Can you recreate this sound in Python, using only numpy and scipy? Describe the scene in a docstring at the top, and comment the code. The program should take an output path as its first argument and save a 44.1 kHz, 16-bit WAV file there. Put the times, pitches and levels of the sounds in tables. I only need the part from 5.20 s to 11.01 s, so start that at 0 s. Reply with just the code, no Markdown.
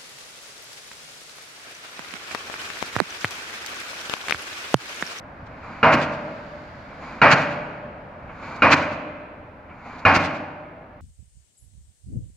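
"""A diesel pile hammer on an open winter street, some way off and a little off the stereo microphone's axis.
Over a low town rumble, the falling ram blows air from its ports, then strikes: a crack, a ground thud,
and the steel pile clangs and sings on. A tenth of a second later the exhaust barks, then the hammer
rattles in its guides. Houses and trees throw it all back. Four blows come, about 1.4 s apart;
during the first two, a car hisses past on the wet road."""
import sys
import numpy as np
from scipy import signal
from scipy.fft import rfft, irfft, next_fast_len
from scipy.io import wavfile
from scipy.ndimage import uniform_filter1d, minimum_filter1d

SR = 44100
rng = np.random.default_rng(int(sys.argv[2]) if len(sys.argv) > 2 else 0)


def master_out(mix):
    """Clip the mix to full scale and print it as 16-bit PCM to the path in sys.argv[1]."""
    frames = np.transpose(np.atleast_2d(mix))
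    ceiling = np.clip(frames, -1, 1)
    pcm = np.round(ceiling * 32767).astype(np.int16)
    wavfile.write(sys.argv[1], SR, pcm)


N = 256220
TIME = np.arange(N) / SR
TAIL = TIME[:int(1.6 * SR)]   # time axis of one ring-out

# ram on anvil, a row a blow: t/s, clang/dB, brightness/dB, ground thud/dB, singing/dB
BLOWS = [(0.6293, -7.5, -5, -19.5, -30.5), (2.0160, -7, 1, -26, -28.5), (3.4206, -9, 0, -30.5, -31.5),
         (4.8512, -9.5, 1, -21.5, -34)]
# the ram's rebound, a row a blow: exhaust bark/dB, exhaust hiss/dB, thump/dB, rattle/dB
REBOUNDS = [(-18, -31.5, -17.5, -34.5), (-10, -23, -23, -41.5), (-10, -21.5, -21, -46),
            (-17.5, -27.5, -21.5, -35)]
# width of sound reaching the microphone from all around: f/Hz, side minus mid/dB
WIDE = [(25, -2), (55, -11), (100, -25), (150, -27), (280, -22.5), (380, -7.5), (580, -12.5), (800, -5.5),
        (1250, 0.5), (2200, -5), (4500, -1.5), (8000, -2.5), (15000, 5.5)]


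def cracks():
    """The ram meets the anvil: a few heavily damped modes sound first."""
    # modes of anvil and helmet: f/Hz, level/dB, t60/s
    anvil_modes = [(240.5, -14, 0.037), (444, -18, .05), (925, -18, 0.015), (1303, -14.5, 0.017),
                   (1400, 0.5, 0.022), (2253, -17, 0.11), (2450, -12, 0.14), (2805, -18, 0.1),
                   (3940, -31, 0.074), (4360, -33, 0.051), (6700, -43.5, .04)]
    out = np.zeros((2, N))
    crack = ring(anvil_modes, rise_s=.0009, spread_db=0)
    for s, _, bright_db, _, _ in BLOWS:
        add(out, s, brighten(crack, bright_db))
    return out


def impacts(fresh_share=0.79, build_s=0.0096, thud_t60=0.39, thud_build_s=0.012):
    """The steel's dense clang builds up, partly the same from blow to blow; the ground thuds."""
    # the crowd of close steel modes: f/Hz, level/dB
    clang_spectrum = [(30, -38.5), (60, -21), (100, -8.5), (160, -6), (290, -5.5), (385, -12), (500, -4.5),
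                      (620, -1), (950, 0.5), (1600, -3.5), (1800, -6.5), (2450, -8), (3450, -27.5),
                      (4600, -28), (7200, -46.5), (8800, -59.5), (15000, -77)]
    # their decay: f/Hz, t60/s
    clang_t60 = [(80, 0.53), (300, 0.78), (900, 0.54), (2400, 0.74), (5000, 0.8), (12000, 0.38)]
    thud_spectrum = [(30, -26), (60, -11.5), (95, 3), (160, -4.5), (350, -19), (2000, -93)]   # f/Hz, level/dB
    out = np.zeros((2, N))
    steel = noise(clang_spectrum, size=len(TAIL))
    shudder = np.tanh(TAIL / thud_build_s) ** 2 * decay(thud_t60)
    for s, clang_db, bright_db, thud_db, _ in BLOWS:
        fresh = noise(clang_spectrum, size=len(TAIL))
        dense = np.sqrt(1 - fresh_share) * steel + np.sqrt(fresh_share) * fresh
        clang = from_db(clang_db) * die_away(dense, clang_t60, build_s)
        thud = from_db(thud_db) * shudder * noise(thud_spectrum, size=len(TAIL))
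        add(out, s, brighten(clang, bright_db) + thud)
    return out


def pile(ring_db=7.0, soil_damping=1.015):
    """The pile's strong modes ring on, damped by the soil that grips it."""
    # long-ringing modes: f/Hz, level/dB, t60/s before soil damping
    pile_modes = [(92, -30, 1.11), (144, -28, 1.38), (253, -31, 1.23), (281, -25, 1.04), (306, -30, 1.36),
                  (578, -26, 1.4), (614, -26, 1.31), (644, -25, 1.08), (762, -24, 0.8), (799, -27, 0.85),
                  (904, -23, 0.83), (963, -21, 0.72), (1069, -23, 0.73), (1098, -21, 0.75),
                  (1200, -25, 0.84), (1346, -25, 0.84), (1384, -25, 0.82), (1409, -25, 0.82),
                  (1470, -25, 0.81), (1534, -27, 0.84), (1588, -27, 0.86), (1635, -27, 0.85),
                  (1923, -25, 0.71), (2293, -24, 0.67), (2456, -21, 0.71), (2811, -30, 0.72)]
    damped = [(hz, db, t60 / soil_damping) for hz, db, t60 in pile_modes]
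    out = np.zeros((2, N))
    for s, clang_db, bright_db, _, _ in BLOWS:
        ringing = ring(damped, rise_s=.012, spread_db=2)
        add(out, s, from_db(clang_db + ring_db) * brighten(ringing, bright_db))
    return out


def singing(hz=598, step_hz=19, t60=2.59, swell_s=0.25):
    """A tight cluster of pile modes beats and sings between the blows."""
    out = np.zeros((2, N))
    cluster = [(hz + k * step_hz, -12 * abs(k) ** 1.6) for k in range(-4, 5)]
    envelope = decay(t60) * np.tanh(TAIL / swell_s)
    for s, *_, sing_db in BLOWS:
        add(out, s, from_db(sing_db) * noise(cluster, size=len(TAIL)) * envelope)
    return out


def exhaust(after_s=0.1098, thump_delay_s=0.011, spit_db=-53):
    """The rising ram opens the ports and burnt gas puffs out: a bark, a jet's hiss, a thump, a thin spit."""
    # the four parts of the puff: f/Hz, level/dB
    bark_spectrum = [(50, -29.5), (110, -26), (260, -5), (400, -19), (700, -8.5), (1150, -2.5), (1500, 2),
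                     (1800, -1.5), (2350, -1), (2800, -5), (3600, -25), (9000, -72)]
    jet_spectrum = [(1500, -27), (2900, -8), (3550, -3.5), (4500, 0.5), (5500, -7.5), (6700, -8.5),
                    (8500, -29), (12800, -43), (15500, -54.5)]
    thump_spectrum = [(40, -21.5), (130, 0), (280, -1.5), (420, -12.5), (2000, -83.5)]
    spit_spectrum = [(4000, -13.5), (9000, 0), (12800, -3.5), (13500, -11.5), (15500, -14)]
    bark, jet, thump, spit = np.zeros((4, N))
    for (blow_s, *_), (bark_db, hiss_db, thump_db, _) in zip(BLOWS, REBOUNDS):
        s = blow_s + after_s
        flow = puff(s, open_s=.012, close_s=.01)
        bark += from_db(bark_db) * flow
        jet += from_db(hiss_db) * flow
        thump += from_db(thump_db) * puff(s + thump_delay_s, open_s=.0085, close_s=.0085)
        spit += from_db(spit_db) * puff(s, open_s=.015, close_s=.015)
    return (thump * noise(thump_spectrum) + spit * noise(spit_spectrum)
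            + bark * noise(bark_spectrum) + jet * noise(jet_spectrum))


def rattles(jolt_after_s=0.1984, tick_s=0.27, tick_db=-56):
    """Steel chatters on steel as the hammer jolts in its guides; one faint tick precedes the first blow."""
    # lighter shakes around each jolt: t/s after the blow, level/dB
    shakes = [(0.16, -42), (0.307, -46.5)]
    chatter_spectrum = [(500, -15), (2300, 5), (3500, 3.5), (4400, 2), (7000, -10.5),
                        (8800, -22.5), (12800, -35.5), (15000, -50.5)]   # f/Hz, level/dB
    shaking = from_db(tick_db) * puff(tick_s, open_s=.007, close_s=.007)
    for (blow_s, *_), (*_, rattle_db) in zip(BLOWS, REBOUNDS):
        for after_s, db in [(jolt_after_s, rattle_db), *shakes]:
            shaking += from_db(db) * puff(blow_s + after_s, open_s=.014, close_s=.017)
    return shaking * noise(chatter_spectrum, width=WIDE)


def downstrokes(spurt_lead_s=0.056):
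    """The falling ram drives air from the ports: a puff, a hissing rush, a spurt through the last gap."""
    # a row a fall: first puff t/s, puff/dB, rush/dB, hiss/dB, spurt/dB
    falls = [(0.33, -48, -39.5, -62, -71), (1.715, -44.5, -38.5, -56.5, -62),
             (3.102, -40.5, -35.5, -54.5, -50.5), (4.504, -43, -39, -59.5, -53)]
    # body and hiss of the escaping air: f/Hz, level/dB
    rush_spectrum = [(100, -2.5), (260, 6.5), (390, -6.5), (800, 2.5), (1100, 2.5), (1500, 0), (1800, -7.5),
                     (2150, -3), (2350, -1.5), (2650, -11.5), (3500, -28.5), (9000, -68)]
    hiss_spectrum = [(2500, -8.5), (3700, 2.5), (4600, 4), (5500, -7.5), (7000, -4.5), (8400, -24),
                     (13000, -29), (15500, -34)]
    rush, hiss = np.zeros((2, N))
    for (blow_s, *_), (puff_s, puff_db, rush_db, hiss_db, spurt_db) in zip(BLOWS, falls):
        first_puff = from_db(puff_db) * puff(puff_s, open_s=.009, close_s=.022)
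        rush_flow = from_db(rush_db) * port_flow(blow_s, step_db=4.5, swell_db_per_s=52, shut_db=2)
        hiss_flow = from_db(hiss_db) * port_flow(blow_s, step_db=5, swell_db_per_s=95, shut_db=6.5)
        spurt = from_db(spurt_db) * puff(blow_s - spurt_lead_s, open_s=.009, close_s=.009)
        rush += np.hypot(rush_flow, first_puff)
        hiss += np.hypot(hiss_flow, spurt)
    return rush * noise(rush_spectrum) + hiss * noise(hiss_spectrum)


def port_flow(blow_s, step_db, swell_db_per_s, shut_db, step_s=.012, full_lead_s=0.19, shut_lead_s=0.09):
    """Air flow in one fall: it swells, steps up to full, holds, and chokes as the ram covers the ports."""
    early_s = np.maximum(blow_s - full_lead_s - TIME, 0)
    covered = np.maximum(1 + (TIME - blow_s) / shut_lead_s, 0)
    flow_db = -swell_db_per_s * early_s - step_db * np.tanh(early_s / step_s) - shut_db * covered
    return (TIME < blow_s) * from_db(flow_db)


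def bearing(x, lag_s=.00003):
    """The hammer stands a little off the microphone's axis: the sides differ in arrival and colour."""
    # toward the hammer: f/Hz, left minus right/dB
    balance = [(200, -.2), (700, -.8), (1300, -1.2), (2400, .6), (4400, -1.6), (8100, 4), (12000, 1.8)]
    size = next_fast_len(N + SR)
    hz = np.fft.rfftfreq(size, 1 / SR)
    left = from_db(at_hz(balance, hz) / 2) * np.exp(1j * np.pi * hz * lag_s)
    return irfft(rfft(x, size) * np.array([left, 1 / left]), size)[:, :N]


def street(x, scatter_db=-10.0, arrive_s=0.042, smear_s=0.014):
    """House fronts give two smeared echoes, trees and hedges a long scattered tail from all sides."""
    # colour of the tail: f/Hz, level/dB
    tail_spectrum = [(60, -2.5), (150, 2.5), (600, 0.5), (1500, -2.5), (2500, -4), (5000, 0), (14000, -0.1)]
    # its decay: f/Hz, t60/s
    tail_t60 = [(80, 1), (300, 2.5), (650, 2), (1500, 1.65), (2600, 1.64), (5000, 0.61), (8000, 0.82),
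                (14000, .5)]
    # house fronts: delay/s, level/dB
    echoes = [(0.048, -18), (0.096, -21)]
    scattered = noise(tail_spectrum, size=len(TAIL), width=WIDE)
    response = die_away(scattered, tail_t60, smear_s) * np.tanh(TAIL / arrive_s)
    response *= from_db(scatter_db) / np.sqrt(np.sum(response ** 2) * 2)
    for delay_s, db in echoes:
        wall = rng.standard_normal(len(TAIL)) * np.exp(-abs(TAIL - delay_s) / smear_s)
        response += from_db(db) * wall / np.linalg.norm(wall)
    return signal.fftconvolve(x.mean(axis=0, keepdims=True), response, axes=1)[:, :N]


def town():
    """The town rumbles all around the microphone, easing off toward the end."""
    # colour of the rumble: f/Hz, level/dB
    rumble_spectrum = [(20, -15), (45, -3), (110, -1.5), (280, -5), (385, -13.5), (590, -3.5), (800, -7),
                       (1150, -8.5), (1600, -11.5), (2550, -23), (3300, -34.5), (4800, -41.5),
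                       (8200, -60.5), (15000, -66.5)]
    # its course: t/s, level/dB
    rumble_level = [(0, -41), (1.5, -43), (3, -41.5), (4.3, -45.5), (5.3, -47.5), (5.8, -48)]
    gain = from_db(np.interp(TIME, *np.transpose(rumble_level)))
    return gain * noise(rumble_spectrum, width=WIDE)


def tyres(near_s=0.78, leaves_s=2.51, car_db=-45, far_traffic_db=-72):
    """One car's hiss swells, sags slowly while it is near, and fades into that of far traffic."""
    # tyres on the wet road: f/Hz, level/dB
    tyre_spectrum = [(500, -3.5), (1500, 17), (3400, -1), (4600, 0.5), (5600, -9), (7200, -14),
                     (8500, -27.5), (15000, -27.5)]
    coming_s, passing_s, going_s = np.maximum([near_s - TIME, TIME - near_s, TIME - leaves_s], 0)
    car = from_db(car_db - 27 * coming_s - 5.5 * passing_s - 40 * going_s)   # slopes in dB/s
    return np.hypot(car, from_db(far_traffic_db)) * noise(tyre_spectrum, width=WIDE)


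def bumps():
    """Small dull bumps at the microphone, each one damped resonance."""
    # a row a bump: t/s, f/Hz, level/dB, t60/s
    microphone_bumps = [(0.228, 104, -27.5, 0.081), (1.352, 900, -36, 0.045), (2.646, 234, -33.5, 0.2),
                        (3.045, 60, -32, .12)]
    out = np.zeros((2, N))
    for s, hz, db, t60 in microphone_bumps:
        add(out, s, ring([(hz, db, t60)], rise_s=.003, spread_db=0))
    return out


def breeze(db=-54, gust_db=1.5):
    """Light wind buffets the microphone in short lumps."""
    wind_spectrum = [(15, -17), (45, -6), (90, 0), (250, -19), (2000, -80)]   # f/Hz, level/dB
    lumps = np.interp(TIME, np.linspace(0, TIME[-1], 70), rng.standard_normal(70))
    return from_db(db + gust_db * lumps) * noise(wind_spectrum, width=[(30, -11), (200, -14)])


def noise(spectrum, size=N, width=None):
    """Coloured stereo noise of rms 1, narrow unless a width is given."""
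    # width of sound straight from the hammer: f/Hz, side minus mid/dB
    narrow = [(40, -19), (65, -25), (100, -44), (170, -46), (290, -42), (380, -17.5), (550, -27),
              (1000, -17), (2400, -10), (3500, -4.5), (5000, -5.5), (8000, -3), (15000, 3)]
    padded = next_fast_len(size)
    hz = np.fft.rfftfreq(padded, 1 / SR)
    mid, side = rfft(rng.standard_normal((2, padded))) * from_db(at_hz(spectrum, hz))
    spread = from_db(at_hz(width or narrow, hz))
    left_right = (mid + spread * side * [[1], [-1]]) / np.hypot(1, spread)
    x = irfft(left_right, padded)[:, :size]
    return x / x.std()


def ring(modes, rise_s, spread_db):
    """Decaying sines build up as the wave spreads; phases are random, levels scatter by spread_db."""
    chance = rng.standard_normal((len(modes), 2))
    out = sum(from_db(db + spread_db * weight) * decay(t60) * np.sin(2 * np.pi * hz * TAIL + np.pi * phase)
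              for (hz, db, t60), (weight, phase) in zip(modes, chance))
    return out * np.tanh(TAIL / rise_s) ** 2


def die_away(x, t60s, build_s):
    """Overlapping bands swell and fade at their own rates; lows build up later, as bending waves do."""
    hz = np.fft.rfftfreq(len(TAIL), 1 / SR)
    spectrum, out = rfft(x), 0
    for centre, t60 in t60s:
        band = at_hz([(f, float(f == centre)) for f, _ in t60s], hz)
        swell = 1 - np.exp(-TAIL / (build_s * min(1, 900 / centre)))
        out += irfft(spectrum * band) * swell * decay(t60)
    return out


def brighten(x, db, corner_hz=1800):
    """A treble shelf: the harder the contact, the brighter."""
    treble = signal.sosfilt(signal.butter(1, corner_hz, "high", fs=SR, output="sos"), x)
    return x + (from_db(db) - 1) * treble


def puff(s, open_s, close_s):
    """A bell-shaped envelope around time s."""
    width_s = np.where(TIME < s, open_s, close_s)
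    return np.exp(-.5 * np.minimum(((TIME - s) / width_s) ** 2, 100))


def decay(t60):
    """A fall of 60 dB in t60 seconds."""
    return np.exp(-np.log(1000) * TAIL / t60)


def from_db(db):
    """Decibels to gain."""
    return 10 ** (np.asarray(db) / 20)


def at_hz(points, hz):
    """Read a table on a log-frequency axis."""
    f, value = np.transpose(points)
    return np.interp(np.log(np.maximum(hz, 1)), np.log(f), value)


def add(out, s, sound):
    """Mix a sound in at time s."""
    i = round(s * SR)
    out[:, i:i + sound.shape[-1]] += sound[..., :N - i]


def scene(microphone_hiss_db=-82.0):
    """The hammer's broad noises fill the street; the steel tones come straight to the microphone."""
    hammer = impacts() + exhaust() + rattles() + downstrokes()
    tones = cracks() + pile() + singing()
    background = town() + tyres()
    hiss = from_db(microphone_hiss_db) * rng.standard_normal((2, N))
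    return bearing(hammer + tones) + street(hammer) + background + bumps() + breeze() + hiss


def record(dry, cutoff_hz=15500):
    """Behind the microphone a fast limiter holds the peaks at full scale; the top is cut."""
    allowed_gain = 1 / np.maximum(abs(dry).max(axis=0), 1)
    held_gain = minimum_filter1d(allowed_gain, size=240)
    gain = uniform_filter1d(uniform_filter1d(held_gain, size=120), size=120)
    return signal.sosfilt(signal.ellip(10, .1, 80, cutoff_hz, fs=SR, output="sos"), dry * gain)


dry = scene()
out = record(dry)
master_out(out)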